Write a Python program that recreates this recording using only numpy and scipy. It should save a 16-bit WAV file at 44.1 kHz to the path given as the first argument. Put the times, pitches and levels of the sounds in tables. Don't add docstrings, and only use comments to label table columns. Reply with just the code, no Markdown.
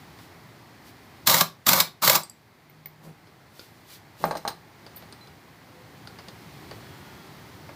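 import sys
import numpy as np
from scipy import signal
from scipy.fft import rfft, irfft
from scipy.io import wavfile
from scipy.ndimage import uniform_filter1d

SR = 44100
rng = np.random.default_rng(int(sys.argv[2]) if len(sys.argv) > 2 else 0)


def master_out(mix):
    frames = np.transpose(np.atleast_2d(mix))
    ceiling = np.clip(frames, -1, 1)
    pcm = np.round(ceiling * 32767).astype(np.int16)
    wavfile.write(sys.argv[1], SR, pcm)


N = 341995
TIME = np.arange(N) / SR
MODE_SPREAD_DB = 1.5

# start in seconds, braking in seconds, steel rattle in dB, gear growl in dB,
# fall of level in dB per second (negative rises), spin-up time in seconds, gear take-up in dB.
TRIGGER_PULLS = [(1.271, 1.422, -11.5, -11.5, 48, 0.0053, -19), (1.672, 1.81, -13.5, -12.5, 29, 0.0079, -9),
                 (2.026, 2.165, -15.5, -15.5, -4, 0.005, -13)]
# start in seconds, steel level in dB, housing level in dB.
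SOCKET_CLANKS = [(1.273, -3.5, -27.5), (1.2974, -7.5, -27), (1.343, -2.5, -5.5), (1.4092, -2, -6),
                 (1.667, -6.5, -19), (1.6896, 1, -13.5), (1.7321, -2.5, -7.5), (1.8023, 1.5, -16),
                 (2.0215, -19, -20), (2.077, -2, -6), (2.0969, 1.5, -9), (2.1544, -5.5, -10)]
# frequency in Hz, bandwidth in Hz, level in dB.
STEEL_RESONANCES = [(2200, 150, -29), (2610, 110, -3), (3290, 60, -9), (3500, 130, -3.5), (3734, 44, 2),
                    (3836, 210, 4), (4400, 90, -4), (4500, 100, -2), (4830, 110, -2.5), (5480, 115, 1.5),
                    (5830, 90, -11), (6140, 140, -1), (7500, 200, 2.5), (8980, 130, -14.5),
                    (12600, 200, -2), (14200, 320, 5.5)]
# frequency in Hz, level in dB.
RASP_SPECTRUM = [(300, -49.5), (1500, -6), (2200, -18.5), (2800, 0), (3800, 6), (5200, 5.5), (7400, 0.5),
                 (8600, 0), (10000, -2.5), (12500, 5), (14300, 8), (15800, 2.5)]
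# frequency in Hz, level in dB.
CLANG_SPECTRUM = [(400, -24), (1600, 2), (2200, -4.5), (2800, -4), (3800, -0.5), (5200, 0.5), (6500, -5),
                  (7400, 2.5), (8500, -11.5), (10000, -5.5), (12500, -5), (13400, 2), (14400, 3.5),
                  (15700, -2.5)]
# frequency in Hz, bandwidth in Hz, level in dB.
HOUSING_RESONANCES = [(107, 50, -11), (172.3, 19, 3.5), (312, 200, -10), (388, 65, -5.5), (519.4, 73, -3),
                      (622, 55, 1.5), (752, 51, -1), (943, 70, 4), (1012, 40, 4.5), (1152, 170, 1),
                      (1530, 55, -5), (1620, 110, -9), (2212, 170, -2.5)]
# frequency in Hz, level in dB, decay time T60 in seconds.
FRAME_MODES = [(109, -4, 0.029), (161, -8.5, 0.048), (181.5, -10.5, 0.16), (242.8, -6, 0.061),
               (396, -9, 0.017)]
# frequency in Hz, level in dB, decay time T60 in seconds.
GEARBOX_MODES = [(1030, -4.5, 0.064), (1210, 0, 0.013), (1357, -7, .03)]

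# start in seconds, plastic shell in dB, steel nose in dB.
FLOOR_KNOCKS = [(4.24, -8, -35), (4.3100, -12, -36), (4.3527, -18.5, -41.5), (4.370, -40, -36),
                (4.4512, -17, -46), (4.4772, -24, -25.5), (4.5053, -26.5, -56)]
# frequency in Hz, level in dB, decay time T60 in seconds.
SHELL_MODES = [(164, -23, 0.27), (570, -4.5, 0.031), (599, -5, 0.084), (873, 6, 0.017), (1060, -19, 0.026),
               (1110, -3.5, 0.036), (1505, -8.5, 0.025), (1566, -8, 0.047), (2100, -13.5, 0.025)]
# frequency in Hz, level in dB.
INNARDS_SPECTRUM = [(100, -17), (250, -4), (420, -1.5), (620, 3), (900, 1), (1200, -1), (1420, -13),
                    (1620, -8), (2100, -14), (3000, -16)]
# frequency in Hz, level in dB, decay time T60 in seconds.
NOSE_MODES = [(3230, -21, 0.061), (4040, 4, 0.018), (4400, -2, 0.017), (5150, -10, 0.05),
              (5930, -5.5, 0.036), (6605, -9.5, 0.051), (9300, -10.5, 0.06)]
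# frequency in Hz, level in dB, decay time T60 in seconds.
CIRCLIP_MODES = [(8520, -6, 0.14), (8700, -5.5, 0.073)]

# start in seconds, peak in dB (unused), click in dB,
# dull body in dB, ping in dB relative to the click.
PART_TICKS = [(0.188, -33, -50, -48, 2), (1.871, -28, -43, -38.5, 2), (2.857, -35, -44.5, -53, -1),
              (3.271, -40, -51, -57, 1), (3.594, -33, -41, -68, 5.5), (4.865, -33, -45.5, -47.5, 4),
              (4.97, -35, -49, -55, -1), (5.023, -38, -49.5, -47, 3), (5.125, -37, -45.5, -48.5, 4.5),
              (5.273, -38, -50.5, -57, 3), (6.073, -30, -41.5, -49.5, 5.5), (6.187, -31, -44.5, -43, 3),
              (6.284, -30, -40.5, -46, 4.5), (6.712, -28, -44.5, -37, 1.5), (7.691, -33, -55, -40, 2)]
# frequency in Hz, level in dB.
CLICK_SPECTRUM = [(500, 12.5), (2000, -17), (2800, 4.5), (4300, 2.5), (5500, -3), (6500, -0.5), (7600, -13),
                  (8900, -5.5), (10300, -10), (14200, -18), (16000, -20)]
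# frequency in Hz, level in dB.
DULL_SPECTRUM = [(100, -21.5), (400, 3.5), (680, 3.5), (900, 3), (1350, -2), (2100, -3), (3200, -16),
                 (8000, -41.5)]
# frequency in Hz, bandwidth in Hz, level in dB.
TICK_RESONANCES = [(1418, 73, -5), (3700, 150, -3), (4185, 110, -7), (4570, 140, 2.5), (5080, 250, -1.5),
                   (8770, 200, -8)]
# start in seconds, socket in dB, retaining ring in dB.
FREE_SOCKET_TAPS = [(2.2342, -26.5, -27.5), (2.2976, -29.5, -54)]
# frequency in Hz, level in dB, decay time T60 in seconds.
SOCKET_MODES = [(4750, -6.5, 0.044), (5500, -23, 0.048), (7730, -14, .03), (7700, 6.5, 0.013),
                (8495, -21, 0.038), (10600, -10, .03), (11650, -13, .04), (12340, -11, .04)]
# start in seconds, level in dB.
NUT_STRIKES = [(2.698, -46.5), (2.8585, -31), (4.2535, -34)]
# frequency in Hz, level in dB, decay time T60 in seconds.
NUT_MODES = [(1750, -10, 0.047), (2155, -0.5, 0.028), (13250, 0, 0.023), (13600, -8.5, .02),
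             (14600, -13, 0.078), (14230, 8.5, 0.021)]
# start in seconds, level in dB.
WASHER_STRIKES = [(4.9615, -39)]
# frequency in Hz, level in dB, decay time T60 in seconds.
WASHER_MODES = [(8296, -12, 0.09), (9545, -20, 0.15), (11690, 0.5, 0.097), (14300, 0, 0.1),
                (14830, -14, 0.17)]
# start in seconds, level in dB.
SPRING_STRIKES = [(5.211, -50)]
# frequency in Hz, level in dB, decay time T60 in seconds.
SPRING_MODES = [(4050, 1, 0.15), (8107, -15, .15)]

# centre in seconds, level in dB, standard deviation in seconds.
SLEEVE_RUSTLES = [(.22, -55, 0.038), (.88, -52, 0.024), (3.05, -51, 0.012), (3.60, -51, 0.044),
                  (3.74, -61, 0.093), (3.93, -44.5, 0.032), (4.225, -48, 0.028), (4.37, -57, 0.12)]
# frequency in Hz, level in dB.
CLOTH_SPECTRUM = [(800, -12), (2000, -6), (4300, -2), (7000, -9), (10000, -10), (14500, -6), (16000, -11)]
# centre in seconds, level in dB, standard deviation in seconds.
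SOFT_BUMPS = [(3.07, -40, 0.033), (4.222, -37.5, 0.012), (4.277, -30.5, 0.023)]
# frequency in Hz, level in dB.
BUMP_SPECTRUM = [(50, 4), (110, -19), (155, 14), (240, -1), (350, -0.5), (550, -4), (1000, -9), (3000, -28)]

# time in seconds, level in dB.
TRAFFIC_LEVEL = [
    [(0.0, -52.5), (0.1, -53), (0.67, -54), (1.2, -53.5)],
    [(4.6, -55), (5.01, -53), (5.46, -54.5), (6.72, -51), (7.75, -52)],
]
# level in dB at mean traffic, rise in dB per dB of traffic.
STREET_LEVELS = [(-50.5, 2.17), (-52.5, 1.4), (-58, 2)]
# frequency in Hz, level in dB.
RUMBLE_SPECTRUM = [(30, -31.5), (50, -14.5), (70, -4), (112, 2.5), (165, 0), (200, -4), (370, -5),
                   (450, -11), (600, -33)]
# frequency in Hz, level in dB.
TYRE_SPECTRUM = [(250, -18), (430, -4), (600, -1), (780, 1.5), (1100, -1), (1400, -4), (1620, -4),
                 (2050, -2.5), (2500, -9), (3500, -32)]
# frequency in Hz, level in dB.
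HISS_SPECTRUM = [(1470, -52), (2500, -0.5), (2820, 0.5), (3320, 1.5), (3610, 0), (4360, 2), (7560, -10.5),
                 (10300, -14.5), (14700, -8.5), (15500, -8.5)]
# start in seconds, end in seconds, first pitch in Hz,
# last pitch in Hz, level in dB; pitch and level waver about these.
ENGINE_GLIDES = [(2.55, 3.27, 153, 152, -48), (5.6, 6.053, 508, 514, -57), (6.72, 7.55, 1540, 1260, -58),
                 (6.4, 7.5, 3380, 3250, -64)]
# frequency in Hz, decay time T60 in seconds.
ROOM_DECAY = [(150, 0.35), (1000, 0.23), (5000, 0.22), (14000, 0.17)]


def from_db(db):
    return 10 ** (np.asarray(db) / 20)


def rms_one(x):
    return x / np.sqrt(np.mean(x ** 2) + 1e-20)


def at_hz(points, hz):
    table_hz, value = np.transpose(points)
    return np.interp(np.log(np.maximum(hz, 1)), np.log(table_hz), value)


def through(x, response):
    return signal.oaconvolve(x, response / np.linalg.norm(response))[:N]


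def colour(x, spectrum, size=4096):
    gain = from_db(at_hz(spectrum, np.fft.rfftfreq(size, 1 / SR)))
    cepstrum = irfft(np.log(gain))
    cepstrum[1:size // 2] *= 2
    cepstrum[size // 2 + 1:] = 0
    return through(x, irfft(np.exp(rfft(cepstrum))))


def resonate(x, resonances, size=8192):
    t = TIME[:size]
    response = np.zeros(size)
    for k, (hz, width_hz, db) in enumerate(resonances):
        decay = np.exp(-np.pi * width_hz * t)
        response += (-1) ** k * from_db(db) * width_hz * decay * np.cos(2 * np.pi * hz * t)
    return through(x, response)


def ring_modes(resonances):
    return [(hz, db, np.log(1000) / (np.pi * width_hz)) for hz, width_hz, db in resonances]


def struck(taps, modes, spread_db, size=16384):
    out, t = np.zeros(N + size), TIME[:size]
    rings = np.array([(-1) ** k * from_db(db - 60 * t / t60) * np.sin(2 * np.pi * hz * t)
                      for k, (hz, db, t60) in enumerate(modes)])
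    for start, db in taps:
        at = round(start * SR)
        strengths = from_db(db + spread_db * rng.standard_normal(len(modes)))
        out[at:at + size] += strengths @ rings
    return out[:N]


def grains(per_s, spread_db):
    born = rng.random(N) < per_s / SR
    sign = rng.choice([-1, 1], N)
    return rms_one(born * sign * from_db(spread_db * np.clip(rng.standard_normal(N), -2, 2)))


def contacts(times, levels_db, length, fade_s, lead=0.047, size=8192):
    out = np.zeros(N)
    for start, db in zip(times, levels_db):
        at = round(start * SR)
        near = slice(max(at - size, 0), at + size)
        t = TIME[near] - start
        build = np.minimum(t, 0) / (lead * length)
        fade = np.maximum(t - length, 0) / fade_s
        out[near] += from_db(db) * np.exp(build - fade)
    return out


def swells(rows):
    return sum(from_db(db) * np.exp(-.5 * ((TIME - centre) / sigma) ** 2) for centre, db, sigma in rows)


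def wander(per_s):
    return np.interp(TIME * per_s, np.arange(N), rng.standard_normal(N))


def wrench():
    times, steel_db, housing_db = np.transpose(SOCKET_CLANKS)
    clank_s = 0.003
    wobble = from_db(1.2 * wander(per_s=690))
    rattle = wobble * drive(brake_s=.01, column="steel") * grains(per_s=7000, spread_db=7.0)
    chatter = grains(per_s=20000, spread_db=1.5)
    clanks = contacts(times, steel_db, clank_s, fade_s=0.0035, lead=.4) * chatter
    scrape = colour(from_db(2.5) * rattle, RASP_SPECTRUM) + colour(from_db(-2.5) * clanks, CLANG_SPECTRUM)
    steel_ring = resonate(from_db(-17) * rattle, STEEL_RESONANCES)
    blows = from_db(-15.5) * hammer_blows(times, steel_db)
    teeth = wobble * drive(brake_s=0.013, column="gear") * grains(per_s=1200, spread_db=2.5)
    jolts = contacts(times, housing_db, clank_s, fade_s=0.0027, lead=0.88) * grains(per_s=7000, spread_db=1.0)
    housing = resonate(from_db(-3.5) * teeth + from_db(-2.5) * jolts, HOUSING_RESONANCES)
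    return scrape + steel_ring + blows + housing + recoil(times, steel_db)


def drive(brake_s, column):
    out = np.zeros(N)
    for start, brake, steel_db, gear_db, fall_db_per_s, spin_up_s, _ in TRIGGER_PULLS:
        level_db = steel_db if column == "steel" else gear_db
        spin_up = .5 + .5 * np.tanh((TIME - start) / spin_up_s)
        coast = from_db(level_db - fall_db_per_s * np.clip(TIME - start, 0, 1))
        out += spin_up * coast * np.exp(-np.clip((TIME - brake) / brake_s, 0, 20))
    return out


def hammer_blows(times, steel_db):
    return struck(zip(times, steel_db), ring_modes(STEEL_RESONANCES), spread_db=4.5)


def recoil(times, steel_db):
    starts, *_, take_up_db = np.transpose(TRIGGER_PULLS)
    nearest_pull = np.argmin(np.abs(times[:, None] - starts), axis=1)
    into_pull_s = times - starts[nearest_pull]
    kick_db = steel_db - 10 - 171.5 * into_pull_s
    kicks = struck(zip(times, kick_db), FRAME_MODES, MODE_SPREAD_DB)
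    gear_slack = struck(zip(starts, take_up_db), GEARBOX_MODES, MODE_SPREAD_DB)
    frame_jolt = from_db(-18.5) * struck(zip(starts, take_up_db), FRAME_MODES, MODE_SPREAD_DB)
    return kicks + gear_slack + frame_jolt


def steel_nose():
    times, _, nose_db = np.transpose(FLOOR_KNOCKS)
    ring = struck(zip(times, nose_db + 1), NOSE_MODES, MODE_SPREAD_DB)
    buzz = struck(zip(times, nose_db - 6.5), CIRCLIP_MODES, MODE_SPREAD_DB)
    jingle = contacts(times, nose_db - 13, length=0.0087, fade_s=0.013) * grains(per_s=1800, spread_db=2)
    return ticks(times, nose_db, nose_db - 3) + ring + buzz + colour(jingle, RASP_SPECTRUM)


def handling(soft_hz=2300):
    times, knock_db, _ = np.transpose(FLOOR_KNOCKS)
    knocks = from_db(-6) * struck(zip(times, knock_db), SHELL_MODES, MODE_SPREAD_DB)
    shake = contacts(times, knock_db, length=0.016, fade_s=0.017) * grains(per_s=1800, spread_db=1.0)
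    innards = from_db(-18) * colour(shake, INNARDS_SPECTRUM)
    soft_contact = signal.butter(2, soft_hz, fs=SR, output="sos")
    muffled = signal.sosfilt(soft_contact, knocks + innards)
    sleeve = swells(SLEEVE_RUSTLES) * colour(grains(per_s=8500, spread_db=3.5), CLOTH_SPECTRUM)
    bumps = swells(SOFT_BUMPS) * colour(rng.standard_normal(N), BUMP_SPECTRUM)
    return muffled + sleeve + bumps


def small_parts():
    times, _, click_db, body_db, ping_db = np.transpose(PART_TICKS)
    pings = struck(zip(times, click_db + ping_db), ring_modes(TICK_RESONANCES), spread_db=4)
    taps, socket_db, circlip_db = np.transpose(FREE_SOCKET_TAPS)
    parts = [(zip(taps, socket_db), SOCKET_MODES), (zip(taps, circlip_db), CIRCLIP_MODES),
             (NUT_STRIKES, NUT_MODES), (WASHER_STRIKES, WASHER_MODES), (SPRING_STRIKES, SPRING_MODES)]
    rings = sum(struck(hits, modes, MODE_SPREAD_DB) for hits, modes in parts)
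    return ticks(times, click_db + 3, body_db + 2.5) + pings + rings


def ticks(times, click_db, body_db):
    tick_s = 0.0015
    grit = contacts(times, click_db, tick_s, fade_s=0.0071, lead=0.24) * grains(per_s=14000, spread_db=0.5)
    clicks = colour(grit, CLICK_SPECTRUM)
    thuds = contacts(times, body_db, tick_s, fade_s=0.012, lead=0.16) * rng.standard_normal(N)
    bodies = colour(thuds, DULL_SPECTRUM)
    return from_db(-3.0) * clicks + from_db(-6.5) * resonate(clicks, TICK_RESONANCES) + bodies


def street():
    traffic_db = np.interp(TIME, *np.vstack(TRAFFIC_LEVEL).T)
    swell_db = traffic_db - traffic_db.mean()
    spectra = (RUMBLE_SPECTRUM, TYRE_SPECTRUM, HISS_SPECTRUM)
    return sum(from_db(db + follows * swell_db) * colour(rng.standard_normal(N), spectrum)
               for (db, follows), spectrum in zip(STREET_LEVELS, spectra))


def far_engines(waver=0.013, flutter_db=2.5):
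    out = np.zeros(N)
    for start, end, first_hz, last_hz, db in ENGINE_GLIDES:
        progress = np.clip((TIME - start) / (end - start), 0, 1)
        glide_hz = first_hz + (last_hz - first_hz) * progress
        hz = glide_hz * (1 + waver * wander(per_s=14))
        level = from_db(db + flutter_db * wander(per_s=14)) * np.sin(np.pi * progress)
        out += level * np.sin(2 * np.pi * np.cumsum(hz) / SR)
    return out


def workshop(x, echo_s, echo_db, tail_db, build_s, size=22050):
    t, hz = TIME[:size], np.fft.rfftfreq(size, 1 / SR)
    white = rfft(rng.standard_normal(size))
    edges = np.append(0, np.geomspace(250, SR / 2, 8))
    tail = np.zeros(size)
    for low, high in zip(edges, edges[1:]):
        band = irfft(white * (hz >= low) * (hz < high), size)
        tail += band * np.exp(-np.log(1000) * t / at_hz(ROOM_DECAY, (low + high) / 2))
    diffuse = through(x, tail * (1 - np.exp(-t / build_s)))
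    dull = signal.sosfilt(signal.butter(1, 3000, fs=SR, output="sos"), x)
    echo = np.interp(TIME - echo_s, TIME, dull)
    return x + from_db(echo_db) * echo + from_db(tail_db) * diffuse


def gain_control(x):
    threshold_db, share, window_s = -19, 0.43, 0.015
    attack_s, recovery_db_per_s = .004, 3
    power = uniform_filter1d(x[0] ** 2, max(round(window_s * SR), 1))
    level_db = 10 * np.log10(np.maximum(power, 1e-12))
    cut_db = share * np.maximum(level_db - threshold_db, 0)
    recovery_db = recovery_db_per_s * TIME
    held_db = np.maximum.accumulate(cut_db + recovery_db) - recovery_db
    lag = np.exp(-1 / (attack_s * SR))
    return x * from_db(-signal.lfilter([1 - lag], [1, -lag], held_db))


def scene():
    near = wrench() + small_parts() + handling() + steel_nose()
    room = workshop(near, echo_s=0.017, echo_db=-17.5, tail_db=-11.5, build_s=0.0049)
    return (room + street() + far_engines())[None]


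def record(dry, bass_cut_hz=55, top_cut_hz=15500):
    thin = signal.sosfilt(signal.butter(2, bass_cut_hz, "high", fs=SR, output="sos"), dry)
    rounded = np.tanh(gain_control(thin) / 1.179)
    steep_cut = signal.ellip(12, .1, 80, top_cut_hz, fs=SR, output="sos")
    return signal.sosfilt(steep_cut, rounded)


dry = scene()
out = record(dry)
master_out(out)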